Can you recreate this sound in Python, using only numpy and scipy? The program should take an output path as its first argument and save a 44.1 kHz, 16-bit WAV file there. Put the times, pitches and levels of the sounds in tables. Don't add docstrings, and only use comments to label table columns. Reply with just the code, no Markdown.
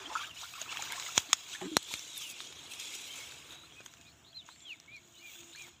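import sys
import numpy as np
from scipy import signal
from scipy.fft import rfft, irfft
from scipy.io import wavfile
from scipy.ndimage import uniform_filter1d

SR = 44100
rng = np.random.default_rng(int(sys.argv[2]) if len(sys.argv) > 2 else 0)


def master_out(mix):
    frames = np.transpose(np.atleast_2d(mix))
    ceiling = np.clip(frames, -1, 1)
    pcm = np.round(ceiling * 32767).astype(np.int16)
    wavfile.write(sys.argv[1], SR, pcm)


N = 255780
TIME_S = np.arange(N) / SR

# t/s, rustle/dB, body/dB re rustle, fizz/dB re rustle, bubbling/dB
HAUL = [(0.0, -57, 7, -10, -49.5), (0.1, -58.5, -0.5, -12, -52), (0.24, -59.5, 6, -6.5, -55),
        (0.37, -56.5, 3, -6.5, -60.5), (0.52, -56, 2.5, -3, -62.5), (0.76, -54, 3, -10.5, -52),
        (0.93, -50.5, 4.5, -7.5, -51.5), (1.06, -46, -0.5, -12, -53.5), (1.29, -58, 5, -7.5, -61),
        (1.37, -57.5, 2.5, -7.5, -65), (1.84, -54.5, 5, -8, -63), (2.02, -62, 2, -10, -70),
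        (2.73, -57.5, 5.5, -5, -61), (2.89, -50.5, 2, -5.5, -61), (3.09, -53.5, 2.5, -1.5, -61),
        (3.34, -60, 2, -4, -65), (3.58, -65, 4.5, -4.5, -66), (3.88, -63, 0, -10, -68.5),
        (4.23, -70, -2, -9, -69.5), (4.49, -71, 2, -13, -76.5), (4.62, -67, 3, -14, -71.5),
        (4.9, -70.5, 3, -12, -71), (5.17, -62.5, -1.5, -14, -71), (5.49, -57, -2, -16.5, -67.5),
        (5.69, -63, 0, -12.5, -71), (5.8, -74, 5, -10, -72)]
# peak t/s, rise/s, fall/s, rustle gain/dB, extra fizz gain/dB, bubbling gain/dB
TUGS = [(.02, 0.021, 0.082, -1, 3, -2.5), (.17, 0.13, 0.19, 6.5, 2.5, -1),
        (.33, 0.056, 0.031, -9.5, 2.5, -4.5), (.41, 0.037, 0.087, 5.5, 0.5, 0.5),
        (0.628, 0.057, 0.006, 5.5, 2, 4.5), (.72, 0.018, 0.021, 8, -6, 6), (.84, 0.17, 0.047, 4, 4.5, 0),
        (1.174, 0.033, 0.066, 12, -1, 10), (1.3, 0.017, 0.28, 5.5, -3, 6),
        (1.532, 0.055, 0.059, 10.5, -4, 4.5), (1.65, 0.1, 0.039, 1.5, -1, 14),
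        (1.921, 0.067, 0.45, 12, 5, 10), (2.179, 0.035, 0.03, 5.5, 11, -1), (2.22, 0.03, 0.076, 8.5, 7, 1),
        (2.31, 0.061, 0.027, 6, 15, 2), (2.41, 0.11, 0.1, 7, 2, 3.5), (2.72, 0.027, 0.066, 4.5, 8.5, 1),
        (2.8, 0.022, 0.085, 4, 4, 1), (2.95, 0.018, 0.019, 5.5, 4, 3.5), (3.17, 0.041, 0.47, 5.5, -2, 5.5),
        (3.53, 0.078, 0.054, 6.5, 0, 7), (3.859, 0.028, 0.027, 5.5, 9, 1), (4.49, 0.063, 0.074, 7, 4, 9.5),
        (4.7, 0.054, 0.065, 3, 4, 2), (5.33, 0.11, 0.089, 7, 2, 2), (5.62, 0.066, 0.088, 6.5, 2, 4.5),
        (5.68, 0.031, 0.015, 3.5, 4, 11.5)]
# t/s, level/dB
WASH = [(0, -67), (.6, -68.5), (1.2, -66), (2, -64), (2.5, -59.5), (3, -62.5), (3.6, -60.5), (4.2, -65.5),
        (4.7, -64.5), (5.8, -66)]
# t/s, peak/dB, nominal f/Hz, t60/s (capped in bubble)
BUBBLES = [(0.058, -36.5, 3265, 0.042), (0.1, -38, 1030, 0.037), (0.161, -35, 960, 0.045),
           (0.179, -41, 2630, 0.023), (0.677, -48.5, 1070, 0.03), (0.69, -35.5, 2790, 0.061),
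           (0.772, -36, 2700, .02), (0.931, -35, 2260, .025), (0.2, -39, 3250, 0.046),
           (0.22, -40, 3370, .04), (0.245, -38, 2980, .05), (0.759, -40, 1180, 0.015),
           (0.903, -35, 2200, 0.012), (0.904, -42.5, 955, 0.049), (0.927, -40, 966, 0.041),
           (0.956, -38.5, 1830, 0.027), (1.002, -45, 1036, 0.025), (1.087, -39, 1360, 0.015),
           (0.122, -37.5, 926, 0.039), (0.113, -34, 900, 0.09), (0.153, -22, 1324, 0.031),
           (0.167, -33, 1405, 0.042), (0.191, -35.5, 1400, 0.025), (0.206, -37.5, 1220, 0.08),
           (0.231, -36.5, 1610, 0.076), (0.424, -46.5, 950, 0.034), (0.433, -40, 1136, 0.015),
           (0.27, -44, 1300, 0.084), (3.636, -53, 1390, 0.03), (4.488, -45.5, 1040, 0.019),
           (0.436, -39.5, 1436, 0.078), (0.552, -42, 1360, 0.09), (0.578, -42.5, 1150, 0.043),
           (0.615, -40.5, 680, 0.025), (0.658, -43, 1300, 0.025), (0.724, -35.5, 1335, 0.022),
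           (0.79, -37, 853, 0.033), (0.826, -39, 1420, 0.014), (0.872, -40.5, 1600, 0.022),
           (0.917, -37, 1677, 0.084), (0.973, -39.5, 1110, 0.074), (1.063, -38, 2130, 0.034),
           (1.532, -46, 1510, 0.069), (1.55, -36, 1790, 0.031), (1.613, -37.5, 832, 0.035),
           (1.911, -43.5, 960, 0.018), (2.208, -50.5, 1276, 0.073), (3.322, -44.5, 1620, 0.0079),
           (3.801, -52, 1625, 0.033), (5.354, -53, 1590, 0.047), (5.551, -48, 1740, 0.018)]
# t/s, length/s, level/dB, start f/Hz, end f/Hz
GULPS = [(0.002, 0.042, -55, 395, 376), (0.043, 0.044, -56, 288, 297), (0.075, 0.028, -53.5, 327, 373),
         (1.285, 0.024, -55.5, 287, 310), (1.613, 0.066, -44.5, 181, 195), (1.614, 0.054, -40, 361, 396),
         (1.642, 0.067, -44.5, 272, 366), (1.714, 0.049, -39, 319, 285)]
# f/Hz, level/dB
MESH_SPECTRUM = [(1060, -53), (1800, -89), (1950, -14), (2080, -2), (2640, 7), (3720, 0.5), (4760, -3),
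                 (5760, -2), (6200, -1.5), (6910, -2.5), (7920, -3), (9580, -19), (12800, -19),
                 (14500, -16), (15250, -12), (15800, -18.5)]
# f/Hz, width/Hz, gain/dB
RUSTLE_PEAKS = [(2200, 540, 4), (3280, 140, 5.5), (3620, 580, 8.5), (4000, 250, 6), (5900, 160, 1.5),
                (6760, 450, 6.5), (7120, 110, 6), (11400, 770, 0.5)]
# t/s, low edge gain/dB, gain between the ridges/dB
RUSTLE_COLOUR = [(0, 4, 2), (.26, 1.5, 4), (.3, -14.5, 2), (.36, -3.5, 4), (.45, -2, 3), (.7, 1.5, 0),
                 (1.1, -2, 0.5), (1.5, -4.5, -2.5), (1.9, -5, 0), (2.3, -2, 1.5), (2.7, -4, 1),
                 (3.1, 1.5, 1.5), (3.6, -1, -2.5), (4.2, 3.5, -2.5), (4.8, -3, -3), (5.2, -3.5, -5.5),
                 (5.501, -1, -8), (5.8, -2, -0.5)]
# t/s, gain/dB
TOP_FIZZ = [(0, -4.5), (1.2, 2.5), (1.8, -5.5), (2.2, -9.5), (2.8, -8), (3.5, -5), (4.3, 2.5), (4.9, 3),
            (5.33, 11.5), (5.8, -0.5)]
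# f/Hz, level/dB
AIR_SPECTRUM = [(82, -26), (140, 6), (328, 7), (477, -49.5), (668, 5), (782, -22), (1050, -10), (1940, -18),
                (3590, -2.5), (4820, -69), (6890, -2), (9640, -56), (14900, -19), (15800, -43)]
# t/s, level/dB
BREEZE = [(0, -70), (.8, -68), (1.5, -72), (2.7, -70.5), (3.5, -69), (3.9, -68), (4.3, -70), (5, -70.5),
          (5.8, -71)]
# t/s, level/dB, f/Hz, length/s
PIPS = [(0.29, -52, 3120, 0.021), (0.31, -47, 2840, 0.0086), (0.32, -57, 2760, 0.021),
        (0.366, -48, 2950, 0.014), (0.381, -52, 2540, 0.012), (2.79, -53, 5100, .03),
        (2.798, -54, 3610, .03), (2.842, -51.5, 3420, 0.049), (2.955, -57, 5780, 0.044),
        (3.03, -54, 3970, .04), (3.047, -59, 5850, 0.045), (3.095, -50, 3150, 0.055),
        (3.194, -54, 2200, .05), (4.328, -58, 3280, 0.011), (4.37, -67, 3150, .012),
        (4.417, -60.5, 3020, 0.02), (5.348, -51.5, 3470, 0.018), (5.38, -58, 3510, 0.013),
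        (5.398, -58, 3620, 0.022)]
# t/s, main ring peak/dB, deep, thud, bright, top gains/dB, main ring f/Hz, crackle t60/s
SNAPS = [(0.412, -41, -35, -28, -2, -20, 3280, 0.0069), (0.536, -41, -38, -5, -16, -19, 2450, 0.016),
         (0.614, -34.5, -33, -5.5, 3, -28, 2800, 0.01), (0.7242, -31, -38, -25, -23, -32, 2500, 0.013),
         (0.762, -36, -44, -16, -18, -27, 2560, 0.0074), (0.77, -26.5, -38, -20, -13, -30, 3170, 0.0064),
         (0.8221, -37, -20, -2.5, 6, -20, 2980, 0.0051), (0.9209, -30, -42, -29, -5, -7, 3320, 0.0031),
         (0.9973, -32.5, -43, -26, -3, -26, 4150, 0.0046), (1.023, -32, -39, -21, -20, -29, 3200, 0.0058),
         (1.063, -37.5, -27, -6, -16, -28, 3550, 0.0065),
         (1.1768, -13.5, -19.5, -6.5, 0.5, -23, 3500, 0.0093),
         (1.3294, -11, -39, -10, -1.5, -16.5, 3550, 0.0099), (1.6143, -35, -24, -7, -28, -24, 3400, 0.0081),
         (1.7691, -31.5, -15, -18, 6, -6, 3830, 0.015), (1.774, -33, -31, -25, 0, -20, 4300, 0.0085),
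         (1.828, -49.5, -30, -25, -2, 1.5, 3800, 0.0045), (1.938, -24, -22.5, -11, -7, -12.5, 2370, 0.0049),
         (2.169, -42, -36, -27, -3, -8, 4250, 0.01), (2.177, -53.5, -30, -20, -5, 17, 3900, 0.0053),
         (2.2995, -53, -28, -19, 13, 9, 3520, 0.0041), (2.381, -47, -35, -30, -16, -23, 2900, 0.0064),
         (2.403, -30.5, -36, -24, -22, -30, 3790, 0.0043),
         (2.5239, -42, -19.5, -19, -14, -26, 3700, 0.0065),
         (2.7347, -42.5, -20, -22, 1.5, -24, 4030, 0.007), (2.797, -44, -25, -19, 7, -4, 3400, 0.008),
         (2.951, -47, -20, -17, 10, -18, 3540, 0.007), (3.555, -46, -17, -8, -15, -22, 3300, 0.0067),
         (3.715, -58, -27, -20, -15, -25, 3240, 0.0078), (3.7223, -45, -23, -23, -18, -29, 3260, 0.0046),
         (3.804, -50, -5.5, 1, -1, -23, 2770, 0.033), (3.8606, -48.5, -27, 2, 9.5, -18, 2520, 0.0093),
         (3.937, -49.5, -25, -0.5, 1, -17, 3200, 0.0052), (4.011, -51, -24, -17, 1, -12, 3580, 0.0058),
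         (4.463, -62, -32, -20, 9.5, -20, 4150, 0.0063), (4.488, -54.5, -40, 12.5, -2, -29, 3950, 0.0075),
         (4.56, -51.5, -30, -13, -14, -26, 2200, 0.008), (4.6036, -50, -30, -25, -5, -29, 4000, 0.0057),
         (4.73, -53, -32, -25, -3, -20, 3300, 0.006), (4.757, -55, -30, -25, -10, -20, 3550, .007),
         (4.767, -65, -30, -25, 3, -8, 3800, .005), (4.86, -55.5, -34, -28, -1, -17, 3500, 0.006),
         (5.153, -59, -20, -25, 7, -5, 3900, 0.0052), (5.404, -54, -30, -25, 6, -6, 4470, 0.006),
         (5.4308, -46, -31, -33, -7, -21, 2580, 0.0045), (5.558, -46, -33, -14, 2, -14, 2290, 0.008),
         (5.62, -55, -30, -25, 12, -8, 4000, 0.0071)]
# f/Hz, width/Hz, level/dB
SNAP_RESONANCES = [(109, 230, -14), (360, 900, 3), (746, 1040, 9.5), (1430, 450, 4), (1950, 710, -3),
                   (6630, 360, 2), (8300, 160, -14.5), (10300, 2300, 5.5), (12300, 2300, 1.5),
                   (15600, 500, -3)]
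# t/s, level/dB, low, middle, top gains/dB
KNOCKS = [(1.7683, -8, 2, 4, 0), (1.994, -25, -24, -12, -21), (2.2136, -32, -19, -8, -3),
          (4.8007, -35, -30, -5, -15), (4.966, -41, -30, -10, -12), (5.078, -52, -30, -15, -12)]
# f/Hz, width/Hz, level/dB
KNOCK_MODES = [(152, 310, -16), (600, 1360, 0.5), (1300, 850, 2), (4140, 190, -9.5), (5730, 360, -3.5),
               (7540, 820, -8), (10340, 1240, -7)]
# t/s, f/Hz, level/dB
FALLING_WHISTLE = [(2.06, 3960, -56), (2.095, 3893, -55), (2.135, 3750, -56), (2.17, 3662, -46),
                   (2.2, 3400, -55), (2.24, 2990, -46), (2.28, 2786, -54), (2.31, 2580, -61.5),
                   (2.358, 2370, -61), (2.4, 2260, -66)]
# t/s, length/s, level/dB, onset/dB re level, start, turn, end f/Hz,
# turn/length, loudest/length, bend exponent (1 = straight)
NOTES = [(3.489, 0.18, -56, -4, 3810, 3877, 4180, 0.68, 1, 1.5),
         (3.748, 0.092, -55.5, -13, 2460, 2540, 2260, 0.47, 0.41, 1.2),
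         (4.039, 0.071, -64, -11, 2390, 2490, 2170, 0.46, 0.54, 1.7),
         (4.339, 0.078, -44, -13, 3930, 4184, 3340, 0.38, 0.38, 1.3),
         (4.559, 0.2, -44, -42, 2750, 3430, 1900, 0.39, 0.67, 1.64),
         (4.87, 0.13, -51, -5, 2120, 2460, 2080, 0.63, 0.65, 0.91),
         (5.133, 0.11, -61.5, -1, 3100, 2920, 2470, .72, 0.87, 1.4),
         (5.187, 0.13, -51, -18, 2070, 2430, 2200, 0.4, 0.48, 1.8),
         (5.56, 0.11, -51.5, -2, 2320, 2443, 1990, 0.46, 0.49, 1.45)]
CHIRR = 4.48, .19, -66, -5, 7500, 7800, 7250, .15, .8, .45
# t/s, length/s, level/dB, f/Hz
COOS = [(3.47, 0.25, -74, 330.4), (4.463, 0.36, -77, 324.7), (4.978, 0.33, -72.5, 344),
        (5.343, 0.2, -66, 341), (5.59, .14, -67.5, 352)]
WING_HUM = 3.85, 5.75, 670.5, -76.5
# t/s, level/dB, length/s
CHIRPS = [(4.046, -63, 0.084), (4.237, -62.5, 0.093), (4.471, -62.5, 0.097), (4.645, -63, 0.096),
          (4.904, -64, 0.092), (5.151, -63.5, .075), (5.51, -56, 0.08)]


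def amp(db):
    return 10 ** (np.asarray(db) / 20)


def unit_rms(x):
    return x / np.sqrt(np.mean(x ** 2) + 1e-20)


def spectrum_db(points, hz):
    f, db = np.transpose(points)
    return np.interp(np.log(hz + 1), np.log(f + 1), db)


def curves(rows):
    s, *columns = np.transpose(rows)
    return [np.interp(TIME_S, s, column) for column in columns]


def add(mix, s, sound):
    part = mix[max(round(s * SR), 0):][:len(sound)]
    part += sound[:len(part)]


def band(x, lo_hz, hi_hz):
    return signal.sosfilt(signal.butter(4, [lo_hz, hi_hz], "band", fs=SR, output="sos"), x)


def band_noise(lo_hz, hi_hz):
    return unit_rms(band(rng.standard_normal(N), lo_hz, hi_hz))


def wobble(n, span):
    return unit_rms(uniform_filter1d(rng.standard_normal(n), span))


def hiss(spectrum, patchy_db, flicker_db, streaky_db=0):
    frames, hz = N // 128 + 5, np.fft.rfftfreq(512, 1 / SR)
    real, imag, patches, streaks = rng.standard_normal((frames, 257, 4)).T
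    patches = unit_rms(uniform_filter1d(uniform_filter1d(patches, 6, axis=0), 12, axis=1))
    streaks = unit_rms(uniform_filter1d(uniform_filter1d(streaks, 3, axis=0), 36, axis=1))
    db = spectrum_db(spectrum, hz)[:, None] + patchy_db * patches + streaky_db * streaks
    db += flicker_db * wobble(frames, 3)
    return unit_rms(signal.istft((real + 1j * imag) * amp(db), nperseg=512, noverlap=384)[1][:N])


def bubble(hz, t60_s, climb=.045):
    t60_s = np.clip(t60_s, 1e-4, .065)
    t = np.arange(0, t60_s, 1 / SR)
    onset = 1 - np.exp(-t * hz / 13)
    return np.sin(2 * np.pi * hz * t * (1 + climb * t / t60_s)) * amp(-60 * t / t60_s) * onset


def grains(lo_hz, hi_hz, per_s, ringing, spread_db, pitches):
    clicks = amp(spread_db * np.minimum(rng.exponential(1, N), 5)) * (rng.random(N) < per_s / SR)
    pitch, out = rng.integers(0, pitches, N), np.zeros(N)
    for k, hz in enumerate(np.geomspace(lo_hz, hi_hz, pitches)):
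        out += signal.oaconvolve(clicks * (pitch == k), bubble(hz, ringing * 2.7 / hz))[:N]
    return unit_rms(out)


def tone(rows, flutter, span):
    s, hz, db = np.transpose(rows)
    t = np.arange(s[0], s[-1], 1 / SR)
    hz = uniform_filter1d(np.interp(t, s, hz), 700, mode="nearest")
    wave = np.sin(2 * np.pi * np.cumsum(hz) / SR) * signal.windows.tukey(len(t), .25)
    wave *= 1 + flutter * wobble(len(t), span)
    return s[0], np.sqrt(2) * amp(np.interp(t, s, db)) * wave


def haul():
    rustle_db, body_db, fizz_db, bubbling_db = curves(HAUL)
    tug_rustle_db, tug_fizz_db, tug_bubbling_db = sum(
        np.outer(gains_db, np.interp(TIME_S, [s - rise_s, s, s + fall_s], [0, 1, 0]))
        for s, rise_s, fall_s, *gains_db in TUGS)
    rustle_db += tug_rustle_db
    fizz_db += tug_fizz_db
    return rustle_db, rustle_db + body_db, rustle_db + fizz_db, bubbling_db + tug_bubbling_db


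def water(bubbling_db):
    crowd = grains(650, 3110, per_s=1800, ringing=9, spread_db=3.4, pitches=24)
    crowd += amp(3) * band_noise(860, 1940)
    wash = grains(284, 566, per_s=170, ringing=2.9, spread_db=2, pitches=12)
    wash += amp(-2.5) * band_noise(213, 700)
    wash_db = curves(WASH)[0] + .81 * (bubbling_db + 56.5)
    out = amp(bubbling_db) * unit_rms(crowd) + amp(wash_db) * unit_rms(wash)
    for s, db, hz, t60_s in BUBBLES:
        neighbour = .43 * np.roll(bubble(hz * 1.02, t60_s), 150)
        ring = bubble(hz * .95, t60_s) + neighbour
        churn = unit_rms(uniform_filter1d(wobble(3000, 60), 60))
        ring *= 1 + .45 * churn[:len(ring)]
        add(out, s - .001, amp(db) * ring / abs(ring).max())
    for s, length_s, db, start_hz, end_hz in GULPS:
        gulp = [(s, start_hz, db - 3), (s + .26 * length_s, start_hz, db),
                (s + length_s, end_hz, db - 3.5)]
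        add(out, *tone(gulp, flutter=.3, span=500))
    return out


def net(rustle_db, body_db, fizz_db):
    hz = np.fft.rfftfreq(N, 1 / SR)
    slips = grains(2000, 9000, per_s=1700, ringing=45, spread_db=2.6, pitches=40)
    slips += amp(-2) * grains(8600, 17000, per_s=900, ringing=2.5, spread_db=2.8, pitches=6)
    ticks = amp(-4) * grains(2200, 7000, per_s=500, ringing=6, spread_db=3.6, pitches=10)
    rings = unit_rms(irfft(rfft(slips + ticks) * amp(spectrum_db(MESH_SPECTRUM, hz)), N))
    rub = hiss(MESH_SPECTRUM, patchy_db=1.8, flicker_db=1.5, streaky_db=2.8) + amp(.5) * rings
    peaks_db = sum(db / (1 + (2 * (hz - f) / width) ** 2) for f, width, db in RUSTLE_PEAKS)
    spectrum = rfft(rub) * amp(peaks_db)
    splits_hz = 1500, 2950, 4250, 4700, 6200, 9000, 12600, 20000
    lowpassed = [irfft(spectrum / (1 + (hz / f) ** 16), N) for f in splits_hz]
    low, ridge, dip, slope, upper, high, top = np.diff(lowpassed, axis=0)
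    edge_gain, between_gain = amp(curves(RUSTLE_COLOUR))
    body = unit_rms(low * edge_gain + ridge + dip * between_gain)
    rustle = unit_rms(slope * between_gain + upper)
    fizz = unit_rms(high + top * amp(curves(TOP_FIZZ)[0]))
    return amp(body_db) * body + amp(rustle_db) * rustle + amp(fizz_db) * fizz


def air():
    return band(amp(-69) * hiss(AIR_SPECTRUM, patchy_db=2, flicker_db=2.5), 191, 21000)


def breeze():
    lumps_db = 2.1 * wobble(N, 8000)
    return amp(curves(BREEZE)[0] + lumps_db) * band_noise(63.4, 162.5)


def pips():
    out = np.zeros(N)
    for s, db, hz, length_s in PIPS:
        add(out, *tone([(s, hz, db), (s + length_s, hz, db)], flutter=.5, span=90))
    return out


def tree_echo(sound, t60_s=.18, echo_db=-17):
    t = np.arange(SR // 4) / SR
    tail = rng.standard_normal(len(t)) * amp(-60 * t / t60_s)
    return sound + amp(echo_db) * signal.oaconvolve(sound, tail / np.linalg.norm(tail))[:N]


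def stalks(ring_width_hz=350, overtone_ratio=1.54):
    t, out = np.arange(1500) / SR, np.zeros(N)
    for s, db, deep_db, thud_db, bright_db, top_db, ring_hz, t60_s in SNAPS:
        fibres = rng.standard_normal(len(t)) * np.minimum(amp(-30 + 30 * t / .001), 1)
        crackle = fibres * amp(-60 * np.maximum(t - .001, 0) / t60_s)
        crackle_db = -11.5 + 1203.5 * (t60_s - .007)
        drive = 2 * amp(crackle_db) * crackle / np.linalg.norm(crackle)
        drive[44] += amp(.3 * (db + 10))
        weeds = amp(-34 - 60 * t / .05) * fibres
        own_modes = [(ring_hz, ring_width_hz, 0), (overtone_ratio * ring_hz, ring_width_hz, -3)]
        gains_db = deep_db, thud_db, 0, bright_db, top_db
        for hz, width_hz, mode_db in SNAP_RESONANCES + own_modes:
            ring = t * np.exp(-2 * np.pi * width_hz * t) * np.sin(2 * np.pi * hz * t)
            push = drive * amp(-60 * t / .006 * (hz < 800)) + (hz > 1900) * weeds
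            mode = np.convolve(push, ring)[:len(t)]
            mode = band(mode, hz / 2 if hz > 800 else 75, 20000)
            range_db = gains_db[np.searchsorted([800, 1900, 4700, 9000], hz)]
            add(out, s, amp(db + mode_db + range_db) * mode / abs(mode).max())
    return band(out, 20, 18000)


def knocks():
    t, out = np.arange(1500) / SR, np.zeros(N)
    for s, db, low_db, middle_db, top_db in KNOCKS:
        for k, (hz, width_hz, mode_db) in enumerate(KNOCK_MODES):
            polarity = (-1) ** min(k, 3)
            ring = polarity * np.exp(-np.pi * width_hz * t) * np.sin(2 * np.pi * hz * t)
            range_db = [low_db, middle_db, 0, top_db][np.searchsorted([2000, 4700, 7000], hz)]
            add(out, s, amp(db + mode_db + range_db) * ring / abs(ring).max())
    return band(out, 60, 20000)


def note(s, length_s, db, onset_db, start_hz, turn_hz, end_hz, turn, loudest, bend):
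    u = np.linspace(0, 1, 21)
    turn, loudest = np.clip([turn, loudest], .05, .95)
    early, late = np.clip(1 - u / turn, 0, 1), np.clip((u - turn) / (1 - turn), 0, 1)
    hz = turn_hz + (start_hz - turn_hz) * early ** 1.6 + (end_hz - turn_hz) * late ** bend
    swell_db = onset_db * np.clip(1 - u / loudest, 0, 1)
    fade_db = -13 * np.clip((u - loudest) / (1 - loudest), 0, 1) ** 1.8
    return np.transpose([s + u * length_s, hz, db + swell_db + fade_db])


def whistles():
    out = np.zeros(N)
    for row in NOTES:
        add(out, *tone(note(*row), flutter=.3, span=250))
    add(out, *tone(FALLING_WHISTLE, flutter=.35, span=300))
    add(out, *tone(note(*CHIRR), flutter=1.6, span=130))
    return out


def dove():
    out = np.zeros(N)
    for s, length_s, db, hz in COOS:
        coo = [(s, hz * 1.01, db), (s + length_s, hz * .99, db - .5)]
        add(out, *tone(coo, flutter=.3, span=1200))
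    return out


def insect():
    start_s, end_s, hz, db = WING_HUM
    wave = np.sin(2 * np.pi * np.cumsum(hz * (1 + .014 * wobble(N, 4000))) / SR)
    wave *= amp(db + 3 * wobble(N, 3000))
    return wave * np.interp(TIME_S, [start_s, start_s + .12, end_s - .2, end_s], [0, 1, 1, 0])


def chirps(start_hz=3400, end_hz=4550, lower_ratio=.92, lower_db=-8.5):
    out = np.zeros(N)
    for s, db, length_s in CHIRPS:
        sweep = np.array([(s, start_hz, db - 3), (s + length_s / 2, .36 * start_hz + .64 * end_hz, db),
                          (s + length_s, end_hz, db - 9)])
        add(out, *tone(sweep, flutter=.8, span=90))
        add(out, *tone(sweep * [1, lower_ratio, 1] + [0, 0, lower_db], flutter=.94, span=60))
    return out


def scene():
    rustle_db, body_db, fizz_db, bubbling_db = haul()
    mix = air() + net(rustle_db, body_db, fizz_db) + water(bubbling_db) + stalks() + knocks()
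    mix += tree_echo(whistles() + chirps() + pips() + dove())
    return (mix + insect() + breeze())[None]


def record(dry, cutoff_hz=15480):
    lowpass = signal.firwin(511, cutoff_hz, window=("kaiser", 9), fs=SR)
    return signal.oaconvolve(dry, lowpass[None], "same")


dry = scene()
out = record(dry)
master_out(out)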